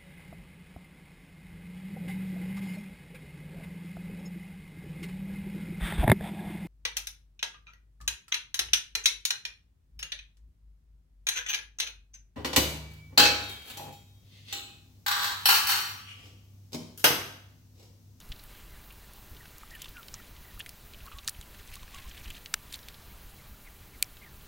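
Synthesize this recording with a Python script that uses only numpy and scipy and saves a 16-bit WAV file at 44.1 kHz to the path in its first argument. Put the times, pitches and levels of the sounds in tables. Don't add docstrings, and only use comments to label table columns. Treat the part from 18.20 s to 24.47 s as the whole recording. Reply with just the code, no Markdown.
import sys
import numpy as np
from scipy import signal
from scipy.fft import rfft, irfft
from scipy.io import wavfile
from scipy.ndimage import uniform_filter1d

SR = 44100
rng = np.random.default_rng(int(sys.argv[2]) if len(sys.argv) > 2 else 0)


def master(y):
    cut = np.clip(np.atleast_2d(y).T, -1, 1)
    pcm = np.round(cut * 32767)
    wavfile.write(sys.argv[1], SR, pcm.astype(np.int16))


def linear_from_db(decibels):
    return 10 ** (np.asarray(decibels, float) / 20)


N = 276507

# f/Hz, level/dB per Hz
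HISS_COLOUR = [(20, -17.5), (60, -9), (130, -9), (270, -16), (550, -21.5), (1000, -20.5), (2000, -23),
               (3900, -24.5), (4700, -29), (8400, -29), (11000, -28.5), (14000, -21.5), (15500, -24)]
# f/Hz, level/dB
BUZZ_COLOUR = [(200, -77), (600, -77.5), (1400, -77), (2400, -84), (3000, -75)]
# f/Hz, level/dB
WHINE = (3999.8, -76)
# t/s, level/dB
GUSTS = [(.11, -38.5), (.41, -52), (.54, -50), (.81, -58), (1.13, -43), (1.33, -56), (1.69, -48),
         (1.99, -51), (2.109, -41.5), (2.21, -45.5), (2.37, -46), (2.84, -48.5), (2.94, -49.5), (3.08, -49),
         (3.19, -45.5), (3.4, -48), (3.52, -45), (3.62, -46), (3.78, -48), (3.87, -41), (4.01, -48),
         (4.08, -43.5), (4.36, -49), (4.47, -49), (4.7, -55), (4.92, -50), (5.07, -47), (5.32, -42.5),
         (5.63, -53.5), (6.16, -49)]
# t/s, length/s, start f/Hz, level/dB
PEEPS = [(.827, .024, 1980, -61), (1.202, 0.018, 2025, -52), (1.51, 0.016, 1990, -50.5),
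         (1.522, .024, 1700, -65), (1.528, 0.043, 1976, -49), (1.747, .024, 1746, -56),
         (1.759, 0.053, 1505, -47), (1.959, 0.017, 2050, -58), (1.98, 0.036, 2010, -55),
         (2.248, .016, 2050, -56), (2.269, .054, 2030, -59), (5.192, .03, 2200, -65),
         (5.453, 0.029, 2240, -59), (5.737, .022, 2300, -57), (6.015, 0.021, 2250, -52),
         (6.056, 0.03, 1970, -55)]
# t/s, length/s, start f/Hz, level/dB
CHEEPS = [
    (.226, 0.031, 2170, -64),
    (1.215, 0.032, 1920, -63),
    (.523, 0.065, 2070, -61),
    (2.872, .016, 1500, -48),
    (5.183, 0.031, 2380, -60),
    (5.463, 0.026, 2460, -53),
    (6.031, 0.027, 2470, -52.5),
]
# t/s, length/s, start f/Hz, level/dB
MURMURS = [
    (1.542, 0.016, 2860, -51),
    (2.855, 0.032, 1060, -51),
    (2.92, 0.028, 1175, -51.5),
    (2.953, 0.051, 1095, -53.5),
    (3.74, 0.025, 1100, -49),
    (3.771, 0.043, 1050, -56.5),
    (3.846, 0.029, 1023, -55.5),
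]
# start t/s, length/s, level/dB
DABBLES = [
    (.33, 0.076, -65.5),
    (1.416, 0.25, -63.5),
    (2.02, 0.031, -68),
    (2.78, 0.37, -65),
    (3.35, .16, -62.5),
    (3.52, 0.033, -55),
    (3.745, 0.42, -58),
    (4.528, 0.017, -59.5),
    (4.672, 0.021, -64.5),
]
# f/Hz, level/dB
BUBBLE_COLOUR = [(1600, -4.5), (2600, -0.5), (4100, 0.7), (4800, -4.5), (12000, 0)]
# t/s, peak level/dB, f/Hz, ringing/cycles
PLOPS = [(0.483, -57, 1100, 17), (0.908, -53, 1030, 22), (1.255, -46, 1520, 27), (1.433, -40.5, 1210, 20),
         (1.658, -42, 1120, 16), (1.943, -46, 1250, 22), (1.999, -43.5, 1350, 21), (2.375, -45, 1260, 15),
         (2.402, -32.5, 1730, 18), (2.462, -32, 2050, 11), (2.916, -44, 1250, 20), (3.083, -28, 1750, 21.4),
         (3.197, -53, 1180, 18), (3.211, -47, 1590, 18), (3.565, -49, 1080, 36), (3.63, -44, 980, 15),
         (3.679, -44, 1760, 21), (4.26, -39, 2100, 14.3), (4.527, -41, 2470, 20), (4.54, -50, 2300, 18),
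         (4.684, -40.5, 2180, 21), (5.8258, -20, 2380, 26)]
# ring f/Hz, knock level/dB against the ring, touches/count
BILLS = [
    (2730, -11, 2),
    (3170, -2.5, 2),
    (3800, 0, 2),
    (3400, 5, 1),
]
# t/s, ring level/dB
LARGE_BILL = [(.706, -41.5), (1.55, -43), (1.7687, -37), (2.4045, -28), (2.745, -41.5), (2.8048, -45.5),
              (2.8812, -46), (2.9221, -40.5), (3.147, -43.5), (3.227, -45), (3.551, -52), (3.628, -46),
              (3.7866, -43), (3.913, -39), (4.058, -39), (4.107, -35.5), (4.1457, -45), (4.1644, -46)]
# t/s, ring level/dB
MIDDLE_BILL = [(.0118, -48), (0.119, -39), (0.1207, -33.5), (1.167, -46), (1.2559, -44.5), (1.6267, -41),
               (1.644, -37), (1.6576, -39), (1.949, -47), (2.4109, -36.5), (2.986, -34.5), (3.398, -48),
               (3.9764, -45), (5.9696, -46.5)]
# t/s, ring level/dB
SMALL_BILL = [
    (0.1937, -44),
    (1.6827, -43.5),
    (3.567, -46),
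    (3.679, -51),
    (4.152, -42.5),
    (4.553, -39),
    (4.556, -47),
    (4.63, -48),
    (4.744, -46),
]
# t/s, ring level/dB
TIP_TAPS = [(.163, -51), (1.148, -55), (1.8308, -44), (1.884, -40), (2.165, -51), (2.7362, -44.5),
            (4.045, -48), (4.26, -32.5), (4.347, -50), (4.5907, -46), (4.6857, -37.5), (6.213, -55)]
# t/s, bill ring f/Hz, ring
# level/dB, crack level/dB
CRACKS = [(.0032, 3100, -47, -37.5), (1.3825, 5790, -45, -42), (1.5077, 5790, -63, -41),
          (1.6173, 3450, -43, -45), (1.619, 3120, -38, -29.5), (1.646, 3180, -44, -37),
          (1.9413, 6100, -28, -31), (2.397, 2970, -39, -37), (2.3992, 2700, -37, -33),
          (2.462, 3470, -40.5, -37), (2.4668, 2300, -41, -41), (2.4926, 4500, -37, -33.5),
          (2.865, 3800, -43, -40), (3.0467, 5790, -42, -41), (3.2125, 3630, -39.5, -34.5),
          (3.476, 5790, -58, -38), (3.5557, 2560, -51, -34.5), (3.6312, 3830, -43.5, -41),
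          (3.745, 2820, -37.5, -40), (3.747, 5700, -41, -49), (3.8964, 3400, -46, -39),
          (4.1034, 2980, -36, -34), (4.26, 3480, -40, -44), (4.5241, 3920, -41, -40),
          (4.5272, 4050, -37, -27.5), (4.5386, 3300, -35, -42), (4.5418, 4250, -27, -27),
          (4.55, 3300, -42, -39),
          (3.074, 3680, -47, -38),
    (3.0844, 5200, -24, -28),
    (3.0864, 2300, -47, -40),
    (3.0931, 6500, -36, -22.5),
    (3.0955, 4220, -46, -27),
    (5.835, 2330, -45, -38),
    (5.844, 5710, -42, -47),
]
# t/s, spray level/dB
FLICKS = [(0.09, -44), (.2383, -36.5), (0.725, -42), (.3734, -48), (0.935, -39), (1.3828, -35),
          (1.4522, -45), (1.552, -38), (1.5591, -42), (1.621, -30), (1.6909, -38), (1.8809, -41.5),
          (2.3936, -32), (2.4927, -36), (2.8574, -38), (2.9738, -44), (3.0837, -31), (3.0955, -25),
          (3.539, -37), (3.5557, -36), (4.1055, -36), (4.26, -49), (4.535, -32), (4.558, -36),
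          (4.6857, -37), (5.838, -46)]
# t/s, peak level/dB, swell before level/dB, crackle after level/dB, crackle decay/s
HARD_SNAPS = [
    (3.0776, -10.5, -37, -19, 0.0019),
    (4.3406, -9.5, -26, -8, .0016),
    (5.8264, -2, -41, -14, 0.00093),
]
# f/Hz, level/dB per Hz
HARD_COLOURS = [
    [(410, -66), (700, -28), (1610, -28), (3310, -2.5), (4250, 2), (5700, -12), (6680, -3.5), (9560, -6),
     (12600, -25), (14400, -8), (15600, -19), (16700, -44)],
    [(410, -48), (700, -19), (1340, 5), (3220, -1), (5190, 0), (5770, 3), (6590, -3), (7230, 1.5),
     (11700, -11.5), (12800, -9), (15000, -7), (16700, -48)],
    [(410, -66), (700, -35), (1700, -38), (2370, -1), (3580, -12), (4370, 0.5), (5260, -11), (8600, -2.5),
     (9430, -6.5), (12500, -3.5), (16000, -12), (16700, -29.5)],
]


def at_hz(points, hz):
    table = np.array(points)
    return np.interp(np.log(hz), np.log(table[:, 0]), table[:, 1])


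def rms_one(x):
    return x / np.sqrt(np.mean(x ** 2) + 1e-20)


def band(x, low_hz, high_hz, order=2):
    edges = [low_hz, min(high_hz, .45 * SR)]
    return signal.sosfilt(signal.butter(order, edges, "band", fs=SR, output="sos"), x)


def steep(x, top_hz):
    return signal.sosfilt(signal.ellip(10, .5, 70, top_hz, fs=SR, output="sos"), x)


def drift(rate):
    r = np.exp(-80 * np.pi * rate / SR)
    white = rng.standard_normal(N // 40 + 2002)
    slow = signal.lfilter([1], [1, -2 * r, r * r], white)[2000:]
    return np.interp(np.arange(N) / 40, np.arange(len(slow)), rms_one(slow))


def add(out, s, sound):
    i = round(s * SR)
    out[i:i + len(sound)] += sound[:N - i]


def hiss():
    out, white = 0, rng.standard_normal((2, N))
    edges = np.geomspace(22, 18000, 21)
    together = drift(2.4)
    for k, (low, high) in enumerate(zip(edges, edges[1:])):
        flicker_db = 0.6 * together + 1.24 * drift(18.0)
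        level_db = at_hz(HISS_COLOUR, np.sqrt(low * high)) + flicker_db
        out = out + linear_from_db(level_db) * band(white[k % 2], low, high)
    return linear_from_db(-53.5) * rms_one(out)


def buzz():
    t = np.arange(N) / SR
    hz = 199.99 * np.arange(1, 15)[:, None]
    series = linear_from_db(at_hz(BUZZ_COLOUR, hz)) * np.sin(2 * np.pi * (hz * t + rng.random(hz.shape)))
    whine_hz, whine_db = WHINE
    whine = np.sqrt(2) * np.sin(2 * np.pi * whine_hz * t)
    return np.sqrt(2) * series.sum(axis=0) + linear_from_db(whine_db) * whine


def gusts():
    breeze_db, half_width_s = -54, 0.02
    t = np.arange(0, N / SR + .01, .002)
    power = linear_from_db(breeze_db) ** 2
    for s, db in GUSTS:
        power = power + linear_from_db(db) ** 2 * np.exp(-((t - s) / half_width_s) ** 2)
    return np.interp(np.arange(N) / SR, t, np.sqrt(power))


def wind():
    lumps = linear_from_db(1.23 * drift(11.0))
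    rumble = band(rng.standard_normal(N), 12.3, 59.0)
    return gusts() * rms_one(lumps * rumble)


def calls():
    kinds = [(PEEPS, .875), (CHEEPS, .76), (MURMURS, 1.05)]
    return [(s, length, hz, hz * end, db)
            for kind, end in kinds for s, length, hz, db in kind]


def peeps():
    out = np.zeros(N)
    for s, length, start_hz, end_hz, db in calls():
        k = np.arange(round(length * 1.11 * SR)) / (length * SR) - .075
        glide = 2 * np.pi * np.cumsum(start_hz + (end_hz - start_hz) * k) / SR
        throb = 1 + .4 * np.cos(2 * np.pi * (70 * k * length + rng.random()))
        shake, breath = rms_one(band(rng.standard_normal((2, len(k))), 30, 340))
        voice = (throb + .22 * breath) * np.sin(glide + .25 * shake)
        add(out, s - 0.077 * length, linear_from_db(db) * np.hanning(len(k)) ** 0.18 * voice)
    return out


def sieving():
    rise_db_per_s, fall_db_per_s = 135, 130
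    t = np.arange(N) / SR
    s, length, db = np.transpose(DABBLES)[:, :, None]
    rise_db = rise_db_per_s * np.maximum(s - t, 0)
    fall_db = fall_db_per_s * np.maximum(t - s - length, 0)
    return linear_from_db(db - rise_db - fall_db).max(axis=0)


def ring(clicks, hz, cycles):
    r = linear_from_db(-60 * hz / (max(cycles, 2) * SR))
    w = 2 * np.pi * hz / SR
    return signal.lfilter([0, np.sin(w)], [1, -2 * r * np.cos(w), r * r], clicks + 1e-18)


def dabble():
    sizes = linear_from_db(2.8 * np.minimum(rng.exponential(1, N), 5)) * rng.choice([-1, 1], N)
    born = rng.random(N) < 3200 * linear_from_db(5.5 * drift(45)) / SR
    dealt, out = rng.integers(0, 22, N), 0
    for k, hz in enumerate(np.geomspace(1600, 12000, 22)):
        clicks = sizes * born * (dealt == k)
        out = out + linear_from_db(at_hz(BUBBLE_COLOUR, hz)) * ring(clicks, hz, cycles=26.0)
    return sieving() * linear_from_db(4.0) * rms_one(out)


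def plops():
    out, t = np.zeros(N), np.arange(1800) / SR
    for s, db, hz, cycles in PLOPS:
        fade = (1 - np.exp(-t * hz * 0.96)) ** 2 * linear_from_db(-60 * t * hz / max(cycles, 3))
        tone = np.sin(2 * np.pi * hz * t * (1 + 5.1 * t))
        rough = rms_one(band(rng.standard_normal(len(t)), hz / 1.5, hz * 1.5))
        add(out, s, linear_from_db(db + 7) * fade * (tone + 0.4 * rough))
    return out


def nibbles():
    rebound_s, rebound_db = .0036, -4
    crack_db, spray_db = -18, -27
    touched = []
    for (hz, knock_db, touches), bird in zip(BILLS, [LARGE_BILL, MIDDLE_BILL, SMALL_BILL, TIP_TAPS]):
        for s, first_db in bird:
            for again in range(touches):
                db = first_db + again * rebound_db
                touched.append((s + again * rebound_s, hz, db, db + knock_db, db + crack_db, db + spray_db))
    return touched


def cracks():
    knock_db, spray_db = -4, -8
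    return [(s, hz, db, db + knock_db, crack_db, crack_db + spray_db)
            for s, hz, db, crack_db in CRACKS]


def flicks():
    ring_hz, ring_db, crack_db = 4500, -15.5, -17
    return [(s, ring_hz, db + ring_db, db + ring_db, db + crack_db, db) for s, db in FLICKS]


def burst(t, sharp_s, tail_s, tail_db):
    shape = np.exp(-t / sharp_s) + linear_from_db(tail_db) * np.exp(-t / tail_s)
    return shape * rng.standard_normal(len(t))


def levelled(x, db):
    return linear_from_db(db) * x / np.sqrt(2 * uniform_filter1d(x ** 2, size=24).max())


def snaps():
    out, t = np.zeros(N), np.arange(700) / SR
    for s, hz, ring_db, knock_db, crack_db, spray_db in nibbles() + cracks() + flicks():
        tear = burst(t, 0.00027, 0.004, tail_db=-12.5)
        bill = band(burst(t, 0.001, 0.01, tail_db=-20.5), hz / 1.118, hz * 1.17)
        knock = levelled(band(tear, 1800, 5500), knock_db)
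        crack = levelled(band(tear, 4860, 10800), crack_db)
        spray = levelled(band(tear, 9600, 16300), spray_db)
        add(out, s - .0004, levelled(bill, ring_db) + knock + crack + spray)
    return out


def causal(colour, size):
    hz = np.arange(size // 2 + 1) * SR / size + 1
    cepstrum = irfft(np.log(linear_from_db(at_hz(colour, hz))))
    cepstrum[1:size // 2] *= 2
    cepstrum[size // 2 + 1:] = 0
    return np.exp(rfft(cepstrum))


def hard_snaps():
    out, t = np.zeros(N), np.arange(-120, 904) / SR
    for (s, db, swell_db, crackle_db, crackle_s), colour in zip(HARD_SNAPS, HARD_COLOURS):
        swell = linear_from_db(swell_db) * np.exp(t / 0.0028)
        crackle = linear_from_db(crackle_db) * np.exp(-t / crackle_s)
        shape = np.where(t < 0, swell, crackle)
        force = rfft(shape * rng.standard_normal(len(t)) + (t == 0))
        force = force / np.sqrt(uniform_filter1d(abs(force) ** 2, size=25))
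        sound = irfft(force * causal(colour, size=len(t)))
        add(out, s + t[0], linear_from_db(db) * sound / abs(sound).max())
    return out


def scene():
    background = hiss() + buzz() + wind()
    soft = background + peeps() + dabble() + plops() + snaps()
    mono = steep(soft, top_hz=15870) + steep(hard_snaps(), top_hz=16750)
    return np.stack([mono, mono])


def band_limit(x):
    return signal.sosfilt(signal.butter(12, 16840, fs=SR, output="sos"), x)


def record(dry):
    mix = dry + 0.00056
    return band_limit(mix)


dry = scene()
out = record(dry)
master(out)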